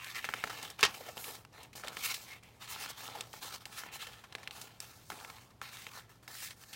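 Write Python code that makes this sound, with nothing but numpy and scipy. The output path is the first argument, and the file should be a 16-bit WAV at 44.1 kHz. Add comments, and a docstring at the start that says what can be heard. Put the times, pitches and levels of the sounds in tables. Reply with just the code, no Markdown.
"""Small quiet room, wooden table: hands leaf through a handmade paper journal close to one microphone.
Sheets slide and skid with a grainy swish (coloured fibre slips); bent paper pops and slack sheets flop
(short waves of sinking pitch); edges flick (filtered noise bursts); a folded flap snaps open (noise blows
and ringing modes); a palm smooths the page (a noise sweep). Reflections, soft air noise and a low hum
surround them."""
import sys
import numpy as np
from scipy import signal
from scipy.fft import rfft, irfft
from scipy.io import wavfile
from scipy.ndimage import uniform_filter1d, map_coordinates

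SR = 44100
rng = np.random.default_rng(int(sys.argv[2]) if len(sys.argv) > 2 else 0)


def wrap_up_sound(samples):
    """Save the sound to the file named by the first command line argument, as 16-bit audio."""
    columns = np.atleast_2d(samples).T
    # keep every value between -1 and 1, then stretch to whole-number steps
    tamed = np.clip(columns, -1, 1)
    steps = np.round(tamed * 32767).astype(np.int16)
    wavfile.write(sys.argv[1], SR, steps)


N = 297675
HIT_SAMPLES = 4096  # one short event


def undb(db):
    """Decibels to gain."""
    return 10 ** (np.asarray(db) / 20)


def unit(x):
    """Scale to an rms of one."""
    return x / np.sqrt(np.mean(x ** 2))


def colour(x, points):
    """Causal minimum-phase filter shaped by (Hz, dB) points; keeps the power of white noise."""
    hz, db = np.transpose(points)
    size = 4096
    bin_hz = np.arange(size // 2 + 1) * SR / size
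    gain_db = np.interp(np.log(bin_hz + 1), np.log(hz), db)
    cepstrum = irfft(np.log(undb(gain_db)))[:size // 2]
    cepstrum[1:] *= 2
    response = irfft(np.exp(rfft(cepstrum, size)))
    return signal.fftconvolve(x, response / np.linalg.norm(response))[:len(x)]


def ring(x, hz, width_hz):
    """One resonance, gain 1 at its centre."""
    hz = min(hz, SR / 3)
    b, a = signal.iirpeak(hz, hz / min(width_hz, SR / 3), fs=SR)
    return signal.lfilter(b, a, x)


def walk(rate_hz):
    """Smooth random wander with an rms of one."""
    step = int(SR / rate_hz)
    held = np.repeat(rng.standard_normal(N // step + 1), step)
    return unit(uniform_filter1d(held, step)[:N])


def add(track, start_s, sound):
    """Mix a sound into a track at a time."""
    i = max(int(start_s * SR), 0)
    track[i:i + len(sound)] += sound[:N - i]


def sliding():
    """Moving paper rubs, crackles, hisses along its edge and shakes in broad, slow bends."""
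    # Each row: frequency in Hz, relative level in dB.
    rub_colour = [(450, -13.5), (750, -5.5), (1100, 3.5), (1700, 1.5), (2400, 2.5), (3800, 2.5),
                  (5500, -8.5), (8000, -15), (12000, -43.5)]
    # Each row: frequency in Hz, relative level in dB.
    hiss_colour = [(2200, -35), (4000, -0.5), (6000, 0.5), (8000, -1), (11000, -4), (15500, -3)]
    # Each row: frequency in Hz, relative level in dB.
    flutter_colour = [(120, -18), (250, -2.5), (350, -0.5), (560, -1), (740, 2.5), (950, 1.5),
                      (1500, -23.5)]
    # Resonance of the sheet or card in hand, until the next row.
    # Each row: start in seconds, centre in Hz, width in Hz, gain in dB.
    sheet_modes = [(0, 1960, 900, 8.5), (0.501, 1260, 700, -11), (2.002, 2250, 381.5, 4),
                   (2.58, 830, 295, 2), (3.68, 1420, 399, -5.5), (5.081, 860, 232, 9.5),
                   (5.6, 1326, 406, -1.5), (5.74, 2260, 500, 4), (5.9, 1310, 594, 9), (6.27, 1700, 450, 5)]
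    crease_db, crease_share = -6, 0.2  # crackle re rub; share of flutter re rub (dB) added to it
    stretch_s = 0.004  # rms lag of the rub: bending slides its resonances up and down
    grip_slow_db, grip_fast_db = 1.5, 1.24  # rms unevenness of the fingers' grip

    t = np.arange(N) / SR
    rub_db, hiss_db, flutter_db = strokes()
    fibres = slips(rate_hz=900, spread_db=1.5, smooth=1.0)
    sheet = colour(fibres, rub_colour)
    body = np.zeros(N)
    for start_s, hz, width_hz, db in sheet_modes:
        resonant = unit(sheet + undb(db) * ring(sheet, hz, width_hz))
        body = np.where(t >= start_s, resonant, body)
    body = map_coordinates(body, [(t + stretch_s * walk(7)) * SR], mode="mirror")
    body = flex(body, depth=0.48) * undb(rub_db)

    airy = fibres + 1.7 * rng.standard_normal(N)
    edge = flex(colour(airy, hiss_colour), depth=0.2) * undb(hiss_db)
    # a sheet that flexes crackles more than one that glides flat
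    creases = crackle() * undb(rub_db + crease_db + crease_share * (flutter_db - rub_db))
    bends = colour(slips(rate_hz=200, spread_db=3.0, smooth=0.74), flutter_colour) * undb(flutter_db)
    grip_db = grip_slow_db * walk(50) + grip_fast_db * walk(250)
    return undb(grip_db) * (body + edge + creases + bends)


def strokes():
    """Levels of rub, hiss and flutter in dB; slides swell and glide, skids only brake, powers add."""
    # A hand pushes paper along, speeding up and stopping. Each row: start in seconds, length in seconds,
    # rub level in dB, edge hiss in dB re rub, sheet flutter in dB re rub.
    slide_table = [(0.0, 0.11, -47.5, -5, -17.5), (0.143, 0.037, -39.5, -7, -24), (0.16, 0.3, -51, -3, -9),
                   (0.458, 0.19, -52, -3, -3.5), (0.785, 0.068, -45, -8, -6), (0.886, 0.099, -55.5, 1, -3),
                   (1.028, 0.047, -52, -1.5, -0.5), (1.155, 0.16, -53.5, 3, -2),
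                   (1.524, 0.098, -58, -7, -1), (1.829, 0.073, -49.5, -9, -2),
                   (1.921, 0.11, -48.5, -1.5, -12.5), (2.025, 0.041, -38.5, 1.5, -34),
                   (2.092, 0.026, -37.5, -0.5, -17.5), (2.251, 0.076, -51.5, -6.5, -11),
                   (2.602, 0.034, -49, -4.5, -14), (2.656, 0.19, -48.5, -5.5, -16),
                   (2.69, 0.036, -60.5, 15, -22), (2.79, 0.044, -55.5, 11, 1),
                   (2.894, 0.0057, -51, 9.5, -1), (2.964, 0.085, -48.5, -0.5, -11),
                   (3.064, 0.15, -52.5, -6, -2.5), (3.245, 0.14, -70.5, 10.5, -11),
                   (3.411, 0.055, -48.5, 2, -6.5), (3.478, 0.065, -51.5, -6, -23),
                   (3.522, 0.032, -48.5, -2, -9), (3.602, 0.017, -54.5, -5, -5.5),
                   (3.717, 0.092, -49.5, 0.5, -13.5), (3.921, 0.034, -51, 2.5, -22),
                   (3.989, 0.04, -47, -2.5, -15), (4.294, 0.16, -60, -10, -0.5),
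                   (4.516, 0.097, -55.5, 3, -2.5), (5.025, 0.085, -73.5, 13, -1),
                   (5.316, 0.068, -59, -4.5, -25), (5.702, 0.13, -55, 1, -15),
                   (5.905, 0.066, -53.5, -1, -9), (6.306, 0.14, -51, 4, -49), (6.561, 0.22, -63.5, 6, -5)]
    # Paper lands at speed and skids to rest. Each row: start in seconds, length in seconds,
    # rub level in dB, edge hiss in dB re rub, sheet flutter in dB re rub.
    skid_table = [(0.873, 0.075, -42.5, -24, -2.5), (1.1, 0.28, -60, 1.5, -2), (1.17, 0.044, -48, -6, 3.5),
                  (1.753, 0.11, -52.5, 4, 0), (2.145, 0.26, -54.5, 5.5, -8), (2.427, 0.47, -65, -4, -2),
                  (3.334, 0.23, -57, -2.5, -7), (3.655, 0.18, -61, 3, 0.5), (3.81, 0.33, -52, -27, -5),
                  (4.066, 0.28, -53.5, -5, -7.5), (4.672, 0.21, -59, -4, -5), (4.803, 0.35, -56, 2, -8),
                  (5.1, 0.51, -51, -3, -7), (5.619, 0.59, -52, -6, -20), (6.093, 0.12, -62.5, -1, -16),
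                  (6.227, 0.08, -63, -0.5, -13), (6.277, 0.068, -55.5, 4.5, 0.5)]
    rise_share = 0.9  # part of a slide's length spent speeding up
    ease_s = 0.022  # smoothing of a slide's start and stop
    stop_s, stop_share = 0.022, 0.84  # braking time: fixed part plus share of the length
    land_s = 0.0014  # time in which a sheet makes contact

    t = np.arange(N) / SR
    power = np.full((3, N), undb(-180))  # floor keeps the logarithm finite
    for start_s, length_s, db, hiss_db, flutter_db in slide_table:
        brake_s = stop_s + stop_share * length_s
        moving = motion(t - start_s, rise_share * length_s, length_s, brake_s)
        moving = uniform_filter1d(moving, int(ease_s * SR) + 1)
        power += np.outer(undb(db) * undb([0, hiss_db, flutter_db]), moving) ** 2
    for start_s, length_s, db, hiss_db, flutter_db in skid_table:
        moving = motion(t - start_s, land_s, 0, length_s)
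        power += np.outer(undb(db) * undb([0, hiss_db, flutter_db]), moving) ** 2
    return 10 * np.log10(power)


def motion(t, rise_s, hold_s, brake_s):
    """Loudness of moving paper: it speeds up, glides until hold, then friction brakes it evenly to rest."""
    rise_power, skid_power = 0.28, 1.51  # loudness against rising and falling speed
    rising = np.clip(t / rise_s, 0, 1) ** rise_power
    braking = np.clip(1 - (t - hold_s) / brake_s, 0, 1) ** skid_power
    return rising * braking


def slips(rate_hz, spread_db, smooth):
    """Fibres catch and let go: clicks of uneven size over the blur of countless tiny ones."""
    sizes = undb(spread_db * np.minimum(rng.exponential(size=N), 4))
    clicks = (rng.random(N) < rate_hz / SR) * sizes * rng.choice([-1, 1], N)
    return unit(unit(clicks) + smooth * rng.standard_normal(N))


def flex(x, depth):
    """Narrow resonances come and go as the sheet bends."""
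    shifting = sum(walk(22) * ring(x, hz, hz / 12) for hz in np.geomspace(700, 14000, num=30))
    return unit(x + depth * shifting)


def crackle():
    """Tiny creases give way at random, each with a short ping in one of six bands."""
    creases = np.zeros(N)
    for hz in np.geomspace(850, 5000, num=6):
        ping = ring(slips(rate_hz=50, spread_db=4.0, smooth=0), hz, 0.41 * hz)
        creases += ring(ping, hz, 0.64 * hz) / np.sqrt(hz)
    return unit(creases)


def palm():
    """A flat hand smooths the opened page: one fine, airy sweep."""
    start_s, length_s, level_db, centre_hz = 1.15, 0.19, -49, 12000
    progress = np.clip((np.arange(N) / SR - start_s) / length_s, 0, 1)
    air = unit(ring(rng.standard_normal(N), centre_hz, centre_hz / 2))
    return undb(level_db) * np.sin(np.pi * progress) * air


def pops():
    """A bent sheet buckles in a short push; bending waves carry its lows late, and the sheet shivers on."""
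    # Each row: start in seconds, level in dB, pitch at the peak of the push in Hz.
    pop_table = [(0.2437, -20.5, 1790), (0.2893, -21, 1620), (0.338, -17.5, 1810), (0.4392, -16.5, 1734),
                 (0.4746, -29, 1830), (1.8366, -30, 1644), (1.88, -30, 1830), (1.9696, -24, 2270),
                 (2.762, -34.5, 1150), (2.8605, -30.5, 1470), (3.087, -33.5, 1020), (3.3389, -32, 1235),
                 (3.836, -30.5, 1400), (4.325, -33, 3060), (4.3512, -23, 2595), (4.3836, -39, 2180),
                 (4.4747, -25.5, 2490), (4.5093, -29, 3000), (5.1024, -29, 1110), (5.119, -31, 1560),
                 (5.2112, -38, 1340), (5.248, -30.5, 2340), (5.3017, -36.5, 1360), (5.3841, -41, 2020),
                 (5.616, -27.5, 1516), (5.8673, -28, 2240), (5.974, -37.5, 1040), (6.2785, -33, 1780)]
    push_cycles, push_sharpness = 0.66, 2.46  # cycles until the peak; abruptness of swell and decay
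    lows_db, lows_decay_s = -25, 0.012  # late lows re the push
    shiver_db, shiver_decay_s = -12, 0.0036  # shiver re the push
    bend_s = 0.0098  # larger: pitch sinks more slowly

    out, t = np.zeros(N), np.arange(HIT_SAMPLES) / SR
    noises = rng.choice([-1., 1.], (len(pop_table), HIT_SAMPLES))
    for (start_s, db, hz), noise in zip(pop_table, noises):
        age = t * hz / push_cycles
        push = (age * np.exp(1 - age)) ** push_sharpness
        lows = undb(lows_db) * (1 - np.exp(-age)) * np.exp(-t / lows_decay_s)
        # travel time grows as the pitch falls
        pitch_hz = hz * ((bend_s + push_cycles / hz) / (bend_s + t)) ** 2
        wave = noise[0] * np.sin(2 * np.pi * np.cumsum(pitch_hz) / SR)  # random polarity
        rustle = noise * (1 - np.exp(-age)) * np.exp(-t / shiver_decay_s)
        shiver = colour(rustle, [(150, -10), (.4 * hz, 0), (1.3 * hz, -2), (3 * hz, -12), (15000, -21)])
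        add(out, start_s, undb(db) * ((push + lows) * wave + undb(shiver_db) * shiver))
    return out


def flops():
    """A slack sheet bellies over: a soft, hollow wobble that swells, crinkles and sinks in pitch."""
    # Each row: start in seconds, level in dB, starting pitch in Hz.
    flop_table = [(1.004, -44.5, 680), (1.083, -40, 845), (1.28, -50, 530), (1.84, -41.5, 767),
                  (3.149, -41, 1053), (5.122, -45.5, 427)]
    swell_s, fall_oct_per_s = 0.0068, 38  # time until the peak; sinking of the pitch
    crinkle_db = -5.5  # gain of the unit-rms crinkle

    out, t = np.zeros(N), np.arange(HIT_SAMPLES) / SR
    swell = (t / swell_s * np.exp(1 - t / swell_s)) ** 2
    noises = rng.standard_normal((len(flop_table), HIT_SAMPLES))
    for (start_s, db, hz), noise in zip(flop_table, noises):
        pitch_hz = hz * 2 ** (-fall_oct_per_s * t)
        wobble = np.sin(2 * np.pi * np.cumsum(pitch_hz) / SR)
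        crinkle = unit(ring(noise, hz, 2 * hz))
        add(out, start_s, undb(db) * swell * (wobble + undb(crinkle_db) * crinkle))
    return out


def flicks():
    """An edge or a nail flicks over paper: a quick run of slips that dies away."""
    # Each row: start in seconds, peak in dB, centre in Hz, decay in seconds.
    flick_table = [(0.0445, -32.5, 3280, 0.0035), (0.1548, -34, 2410, 0.0067), (0.18, -44, 2240, 0.012),
                   (0.249, -31, 2500, 0.0091), (0.497, -30.5, 1350, 0.015), (0.6287, -30, 5100, 0.0021),
                   (0.7018, -34, 5500, 0.0038), (0.7916, -34, 1470, 0.0042), (0.809, -27.5, 4980, 0.003),
                   (0.9423, -37.5, 2640, 0.009), (1.1699, -34, 2400, 0.0007), (1.178, -30.5, 2980, 0.0014),
                   (1.242, -32.5, 2560, 0.0042), (1.353, -38, 4050, 0.0019), (1.45, -39, 1490, 0.002),
                   (1.631, -42.5, 6900, 0.005), (1.7306, -44.5, 2670, 0.0094), (1.756, -40.5, 4740, 0.0074),
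                   (1.873, -31.5, 2730, 0.0021), (1.8828, -27, 3860, 0.002), (2.142, -28, 4050, 0.0098),
                   (2.4344, -48, 6000, 0.0029), (3.2085, -25.5, 3030, 0.0024), (3.331, -35.5, 4200, 0.0023),
                   (3.6552, -28, 3270, 0.0023), (4.0692, -37, 1740, 0.0046), (4.2386, -40.5, 1270, 0.012),
                   (4.431, -40, 2000, 0.0052), (4.6144, -34, 4930, 0.0077), (4.803, -27, 5330, 0.0017),
                   (5.102, -29, 2190, 0.0014), (5.2995, -38.5, 2420, 0.005), (5.6153, -35.5, 2600, 0.0015),
                   (5.77, -36.5, 2220, 0.003), (6.2798, -36.5, 3400, 0.00097), (6.507, -35.5, 2340, 0.01),
                   (6.637, -42, 1980, 0.0035), (6.73, -36, 3020, 0.021)]
    out, t = np.zeros(N), np.arange(HIT_SAMPLES) / SR
    noises = rng.choice([-1., 1.], (len(flick_table), HIT_SAMPLES))
    for (start_s, db, hz, decay_s), noise in zip(flick_table, noises):
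        burst = ring(noise * np.exp(-t / max(decay_s, .0005)), hz, 0.92 * hz)
        add(out, start_s, undb(db) * burst / abs(burst).max())
    return out


def snap():
    """The flap springs free, whips over and slaps down: blows start with a crack; the first rings it."""
    # Each row: start in seconds, level in dB, decay in seconds, crack in dB re level.
    blow_table = [(0.829, -18, 0.0105, -1.5), (0.8351, -18, 0.0065, -29), (0.85, -20, 0.0065, -4),
                  (0.862, -29.5, 0.0064, -23.5)]
    # Each row: frequency in Hz, relative level in dB.
    blow_colour = [(60, -24.5), (100, -23), (300, -24.5), (400, -12), (560, -18.5), (1020, -10.5),
                   (1730, -11.5), (2750, -7), (6300, -16.5), (7700, -22), (15500, -43.5)]
    # Modes of the stiff paper. Each row: frequency in Hz, level in dB.
    flap_modes = [(943, -37), (1112, -32), (1871, -27), (2187, -40), (2527, -50), (2754, -35.5),
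                  (2972, -33), (4782, -43.5), (6032, -44.5)]
    crack_decay_s, mode_rise_s, mode_decay_s = 0.00084, 0.0041, 0.021

    blows, cracks, t = np.zeros(N), np.zeros(N), np.arange(HIT_SAMPLES) / SR
    noises = rng.choice([-1., 1.], (len(blow_table), HIT_SAMPLES))
    for (start_s, db, decay_s, crack_db), noise in zip(blow_table, noises):
        add(blows, start_s, undb(db) * noise * np.exp(-t / decay_s))
        add(cracks, start_s, undb(db + crack_db) * noise * np.exp(-t / crack_decay_s))
    ringing = sum(undb(db) * np.sin(2 * np.pi * (hz * t + rng.random())) for hz, db in flap_modes)
    envelope = (1 - np.exp(-t / mode_rise_s)) * np.exp(-t / mode_decay_s)
    add(cracks, blow_table[0][0], ringing * envelope)
    return colour(blows, blow_colour) + cracks


def reflections(x, table_db, walls_db, t60_s):
    """Table and book scatter the sound within milliseconds; the walls return a faint, duller tail."""
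    t = np.arange(SR // 2) / SR
    near, far = rng.standard_normal((2, len(t)))
    near = near * (t > .002) * np.exp(-t / 0.0024)
    near = colour(near, [(200, 0.5), (3000, 0.94), (15000, 1.9)])
    far = far * (t > .008) * np.exp(-np.log(1000) * t / t60_s)
    far = colour(far, [(200, 3.5), (3000, -5.0), (15000, -15.5)])
    response = undb(table_db) * near / np.linalg.norm(near) + undb(walls_db) * far / np.linalg.norm(far)
    return signal.fftconvolve(x, response)[:N]


def room_tone():
    """Soft air noise with the wavering low hum of an appliance."""
    # Each row: frequency in Hz, relative level in dB per Hz.
    air_colour = [(25, -7.5), (60, -5.5), (100, -0.5), (260, -10), (550, -14.5), (850, -16), (1700, -24.5),
                  (3400, -27), (15500, -38.5)]
    air_db, hum_hz, hum_db = -63, 118.6, -68
    air = undb(air_db) * colour(rng.standard_normal(N), air_colour)
    phase = 2 * np.pi * np.cumsum(hum_hz + 2 * walk(14)) / SR
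    hum = unit(np.sin(phase) * undb(2.2 * walk(14)))
    return air + undb(hum_db) * hum


def scene():
    """All the paper sounds in the room, the same in both channels."""
    paper = sliding() + palm() + pops() + flops() + flicks() + snap()
    mono = paper + reflections(paper, table_db=-12, walls_db=-26.5, t60_s=0.18) + room_tone()
    return np.array([mono, mono])


def record(dry):
    """The microphone sheds the deepest bass and cuts the top."""
    low_cut = signal.butter(4, 42, "high", fs=SR, output="sos")
    top_cut = signal.ellip(10, .2, 70, 15900, fs=SR, output="sos")
    return signal.sosfilt(top_cut, signal.sosfilt(low_cut, dry))


dry = scene()
out = record(dry)
wrap_up_sound(out)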